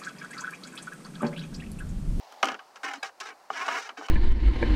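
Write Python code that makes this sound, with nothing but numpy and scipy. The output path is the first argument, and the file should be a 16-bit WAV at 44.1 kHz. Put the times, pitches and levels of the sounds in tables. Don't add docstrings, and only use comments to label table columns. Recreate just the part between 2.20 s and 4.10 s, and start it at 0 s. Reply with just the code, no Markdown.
import sys
import numpy as np
from scipy import signal
from scipy.fft import rfft, irfft
from scipy.io import wavfile
from scipy.ndimage import uniform_filter1d, map_coordinates

SR = 44100
rng = np.random.default_rng(int(sys.argv[2]) if len(sys.argv) > 2 else 0)


def persist_wave(psi):
    counts = np.round(np.clip(psi, -1, 1) * 32767).astype(np.int16)
    wavfile.write(sys.argv[1], SR, np.atleast_2d(counts).T)


N = 83790
TOP_HZ = 15850
CHATTER_HZ = 130

# (time [s], ring level [dB], clack level [dB], hardness low-pass [Hz],
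# bass cut [Hz], ring length [share of free t60])
BLOWS = [(0.1223, -63, -43.5, 14100, 199, 0.44), (.228, -44, -14.5, 5500, 890, 0.97),
         (.231, -14.5, -15.5, 3060, 280, 0.73), (0.243, -49, -29.5, 10000, 200, 0.49),
         (0.2541, -30, -25.5, 9700, 400, 0.2), (0.2709, -39, -29.5, 5000, 900, .4),
         (0.2847, -28.5, -23, 4530, 134, 0.9), (0.3169, -33, -32, 5200, 140, 0.89),
         (0.3423, -38, -29.5, 2980, 405, 0.53), (0.391, -36.5, -27, 1480, 1410, 1.6),
         (0.5575, -53, -37, 4950, 617, 1), (.632, -42.5, -37.5, 5000, 686, 1.5),
         (0.735, -37, -33.5, 9800, 496, 0.7), (.830, -61, -26.5, 8400, 4000, .8),
         (0.8309, -24.5, -25.5, 875, 600, 1.06), (1.001, -53, -30, 7700, 1490, 0.62),
         (1.3025, -12, -60, 1250, 1040, 0.32), (1.481, -20, -24.5, 3200, 476, 0.45),
         (1.4855, -15, -21.5, 1840, 890, 0.41), (1.691, -37, -24, 2440, 1010, 0.99),
         (1.811, -22.5, -39, 1250, 1050, 0.24), (1.8215, -28.5, -38, 1300, 600, 0.21),
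         (1.8845, -37, -28.5, 4100, 600, 1.5)]
THUMP_S, THUMP_HZ, THUMP_T60_S, THUMP_DB = 0.229, 52, 0.05, -50


def knocks():
    out = np.zeros(N)
    t = np.arange(12288) / SR
    for start_s, ring_db, clack_db, hard_hz, low_hz, length in BLOWS:
        ringing = undb(ring_db) * 0.5 * ring(t, length)
        blow = ringing + undb(clack_db) * clack(t)
        blow = signal.lfilter(*signal.butter(2, low_hz, "high", fs=SR), blow)
        add(out, start_s, soften(cut_bass(blow), hard_hz))
    thump = np.sin(2 * np.pi * THUMP_HZ * t) * decay(t, THUMP_T60_S)
    add(out, THUMP_S, undb(THUMP_DB) * thump)
    return out


# (frequency [Hz], level [dB], free t60 [s])
BUCKET_MODES = [(283.6, -19, 0.26), (374, -22.5, 0.19), (681, -3, 0.091), (782, 1.5, 0.14),
                (1091, -6.5, 0.12), (1154, -1.5, 0.081), (1246, -2, 0.13), (1401, -0.5, 0.05),
                (1820, -11, 0.063), (2140, -8.5, 0.057), (2960, -4.5, 0.11)]


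def ring(t, length):
    out = np.zeros(len(t))
    for k, (hz, db, t60_s) in enumerate(BUCKET_MODES):
        sign = (-1) ** (k // 2)
        out += sign * undb(db) * np.sin(2 * np.pi * hz * t) * decay(t, t60_s * length)
    return out


# (frequency [Hz], level [dB])
WALL_SPECTRUM = [(60, -74), (140, -19), (220, -8.5), (750, -6.5), (1400, 1), (2100, -8.5), (3100, 0),
                 (3500, -11.5), (6000, -6), (8500, -13), (15500, -18)]
CLACK_ATTACK_S, CLACK_T60_S, CLACK_DAMPING = 0.0013, 0.074, 0.51


def clack(t):
    noise = rng.standard_normal(len(t))
    spectrum = rfft(noise)
    hz = np.arange(len(spectrum)) * SR / len(t)
    octave = np.log2(np.clip(hz, 125, 16000) / 1000)
    out = np.zeros(len(t))
    for k in np.arange(-3, 5):
        weight = np.maximum(1 - abs(octave - k), 0)
        band = irfft(spectrum * weight, len(t))
        out += band * decay(t, CLACK_T60_S / 2 ** (k * CLACK_DAMPING))
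    out *= np.minimum(t / CLACK_ATTACK_S, 1)
    return colour(out, WALL_SPECTRUM) / np.std(colour(noise, WALL_SPECTRUM))


# (time [s], rasp level [dB], treble relative to rasp [dB], bass relative to rasp [dB])
WALL_STROKES = [
    [(.25, -33.5, -17, -2), (.312, -36.5, -17, -2.5), (.37, -55.5, -18, -6)],
    [(.566, -45.5, -7.5, -24), (.595, -63, -35, -13)],
    [(.634, -34, -12, -14), (.688, -34, -17, -15), (.722, -42, -13.5, -16), (.756, -42.5, -8, -10),
     (.786, -55, -12, -5)],
    [(.84, -37, -12, -16), (.878, -45.5, -1.5, -11), (.898, -49, -26, -45)],
    [(1.004, -42.5, 1.5, -17), (1.022, -40, -11.5, -10.5), (1.045, -45, -8, -16), (1.108, -39, -14.5, -15),
     (1.132, -55, -49, 4)],
    [(1.301, -49, -4.5, 11.5), (1.352, -38, -13, -18), (1.368, -32.5, -12, -16.5),
     (1.426, -32.5, -15.5, -13), (1.455, -35.5, -16.5, -30), (1.468, -32.5, -11, -13.5),
     (1.566, -28.5, -16, -15.5), (1.605, -38, -6.5, -17.5), (1.675, -44.5, -8.5, -22),
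     (1.708, -47, -13, -5), (1.735, -71, -29, 10)],
    [(1.776, -34.5, -12.5, -6), (1.798, -47.5, -9.5, 1), (1.853, -44.5, -10, -9.5), (1.866, -42.5, -7, -12)],
]
# (frequency [Hz], level [dB])
RASP_SPECTRUM = [(250, -32.5), (520, -10), (715, -4), (810, -1.5), (1350, 6.5), (1700, 3.5), (1950, -2),
                 (2250, 2), (2650, -6.5), (3050, -3.5), (3500, -20), (5200, -40.5)]
GRIT_SPECTRUM = [(2200, -34.5), (3700, -0.5), (4400, -2), (5700, 1), (8500, -14), (15500, -37)]
FLEX_SPECTRUM = [(150, -5), (280, 4.5), (430, 8.5), (900, -49)]
RASP_DB, RASP_RING_DB, GRIT_DB, FLEX_DB = -1, -12, 0, -5
SLIPS_PER_S, SLIP_SPREAD_DB, CHATTER_DB = 3400, 3.3, 1.6
STROKE_FADE_S = 0.003


def scrapes():
    t = np.arange(N) / SR
    steps = np.minimum(rng.exponential(size=N), 4)
    sizes = undb(SLIP_SPREAD_DB * steps) * np.sign(rng.standard_normal(N))
    happens = rng.random(N) < SLIPS_PER_S / SR
    slips = happens * sizes * undb(CHATTER_DB * walk(CHATTER_HZ))

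    rasp, grit, flex = np.zeros((3, N))
    for stroke in WALL_STROKES:
        s, db, treble_db, bass_db = np.array(stroke).T
        gate = np.clip(1 + np.minimum(t - s[0], s[-1] - t) / STROKE_FADE_S, 0, 1)
        rasp += gate * undb(np.interp(t, s, db))
        grit += gate * undb(np.interp(t, s, db + treble_db))
        flex += gate * undb(np.interp(t, s, db + bass_db))

    modes = ring(t[:N // 4], length=0.77)
    paths = [(rasp, RASP_DB, lambda x: colour(x, RASP_SPECTRUM)),
             (rasp, RASP_RING_DB, lambda x: signal.fftconvolve(x, modes)[:N]),
             (grit, GRIT_DB, lambda x: colour(x, GRIT_SPECTRUM)),
             (flex, FLEX_DB, lambda x: colour(x, FLEX_SPECTRUM))]
    out = np.zeros(N)
    for force, db, body in paths:
        out += undb(db) * body(slips * force) / np.std(body(slips))
    return out


RIM_LAG_S, RIM_SWING_S, RIM_ECHO, TRAVEL_HZ = 0.0028, 0.00031, 0.5, 12


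def rim_echoes(x):
    out = x
    for k in range(1, 3):
        lag_s = RIM_LAG_S * np.sqrt(k) + RIM_SWING_S * walk(TRAVEL_HZ)
        echo = map_coordinates(out, [np.arange(N) - lag_s * SR], order=3)
        out = out + RIM_ECHO * echo
    return out / (1 + RIM_ECHO ** 2)


BASS_CUT_HZ = 139


def cut_bass(x):
    return signal.sosfilt(signal.butter(6, BASS_CUT_HZ, "high", fs=SR, output="sos"), x)


# (frequency [Hz], level [dB])
UTENSIL_MODES = [(1635, 0.5), (2280, -5.5), (2570, -6), (3400, -13), (3870, -7.5), (4900, -9)]
# (time [s], level [dB], hardness low-pass [Hz])
SPRINGS_FREE = [(.827, -21, 7000), (1.769, -33, 2200)]
UTENSIL_ATTACK_S, UTENSIL_T60_S = 0.006, 0.045


def clinks():
    out = np.zeros(N)
    t = np.arange(N // 8) / SR
    modes = np.zeros(len(t))
    for hz, db in UTENSIL_MODES:
        modes += undb(db) * np.sin(2 * np.pi * (hz * t + rng.random()))
    clink = modes * np.minimum(t / UTENSIL_ATTACK_S, 1) * decay(t, UTENSIL_T60_S)
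    for start_s, db, hard_hz in SPRINGS_FREE:
        add(out, start_s, undb(db) * soften(clink, hard_hz))
    return out


# (time [s], length [s], mean pitch [Hz], mean level [dB])
SQUEAKS_AND_GROANS = [(.62, 0.18, 811, -40), (0.733, 0.077, 279, -47.5), (1.324, 0.038, 3140, -42.5),
                      (1.367, 0.099, 1073, -33.5), (1.773, 0.048, 292.6, -45), (1.84, 0.029, 3025, -41)]
SQUEAK_WAVER, SQUEAK_WAVER_HZ, SQUEAK_FLUTTER_DB = 0.03, 670, 3.5


def squeaks():
    out = np.zeros(N)
    for start_s, length_s, hz, db in SQUEAKS_AND_GROANS:
        n = int(length_s * SR)
        pitch_hz = hz * (1 + SQUEAK_WAVER * walk(SQUEAK_WAVER_HZ)[:n])
        level_db = db + SQUEAK_FLUTTER_DB * walk(CHATTER_HZ)[:n]
        add(out, start_s, tone(pitch_hz, level_db))
    return out


# (frequency [Hz], level [dB])
STREET_SPECTRUM = [(81, -28), (332, -8.5), (808, 2.5), (3400, -20), (4420, -14.5), (15500, -32)]
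STREET_DB, STREET_WANDER_DB, STREET_WANDER_HZ = -57, 1.0, 10.1


def traffic():
    level = undb(STREET_DB + STREET_WANDER_DB * walk(STREET_WANDER_HZ))
    return level * unit(colour(rng.standard_normal(N), STREET_SPECTRUM))


# (frequency [Hz], level [dB])
HISS_SPECTRUM = [(200, -25), (800, 12.5), (1300, -7.5), (5200, -8.5), (9000, -26)]
HISS_DB, HISS_HALVED_S, HISS_FADE_S = -51, 0.37, 0.19


def fading_hiss():
    t = np.arange(N) / SR
    hiss = undb(HISS_DB + walk(CHATTER_HZ)) * unit(colour(rng.standard_normal(N), HISS_SPECTRUM))
    return hiss * (1 - np.tanh((t - HISS_HALVED_S) / HISS_FADE_S)) / 2


CHIRP_S, CHIRP_LENGTH_S, CHIRP_HZ, CHIRP_FALL_HZ, CHIRP_DB = 0.778, 0.038, 4420, 380, -58


def bird():
    out = np.zeros(N)
    fall = np.linspace(0, 1, int(CHIRP_LENGTH_S * SR))
    add(out, CHIRP_S, tone(CHIRP_HZ - CHIRP_FALL_HZ * fall, CHIRP_DB))
    return out


def undb(db):
    return 10 ** (np.asarray(db) / 20)


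def unit(x):
    return x / np.sqrt(np.mean(x ** 2) + 1e-20)


def decay(t, t60_s):
    return np.exp(-np.log(1000) * t / t60_s)


def soften(x, hard_hz):
    return signal.lfilter(*signal.butter(2, min(hard_hz, TOP_HZ), fs=SR), x)


def tone(hz, db):
    return undb(db) * np.hanning(len(hz)) * np.sin(2 * np.pi * np.cumsum(hz) / SR)


def colour(x, points):
    size = 4096
    hz, db = np.array(points, float).T
    grid_hz = np.arange(size // 2 + 1) * SR / size
    gain = undb(np.interp(np.log(grid_hz + 1), np.log(hz), db))
    cep = irfft(np.log(gain))
    cep[1:size // 2] *= 2
    cep[size // 2 + 1:] = 0
    return signal.fftconvolve(x, irfft(np.exp(rfft(cep))))[:len(x)]


def walk(rate_hz):
    k = max(int(SR / rate_hz), 1)
    steps = np.repeat(rng.standard_normal(N // k + 1), k)
    return unit(uniform_filter1d(steps, k)[:N])


def add(out, start_s, x):
    i = max(int(start_s * SR), 0)
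    out[i:i + len(x)] += x[:max(N - i, 0)]


def scene():
    rubbing = cut_bass(rim_echoes(scrapes()) + squeaks())
    stirring = knocks() + clinks() + rubbing
    return (stirring + traffic() + fading_hiss() + bird())[None]


def record(dry):
    return signal.sosfilt(signal.ellip(10, 0.2, 70, TOP_HZ, fs=SR, output="sos"), dry)


dry = scene()
out = record(dry)
persist_wave(out)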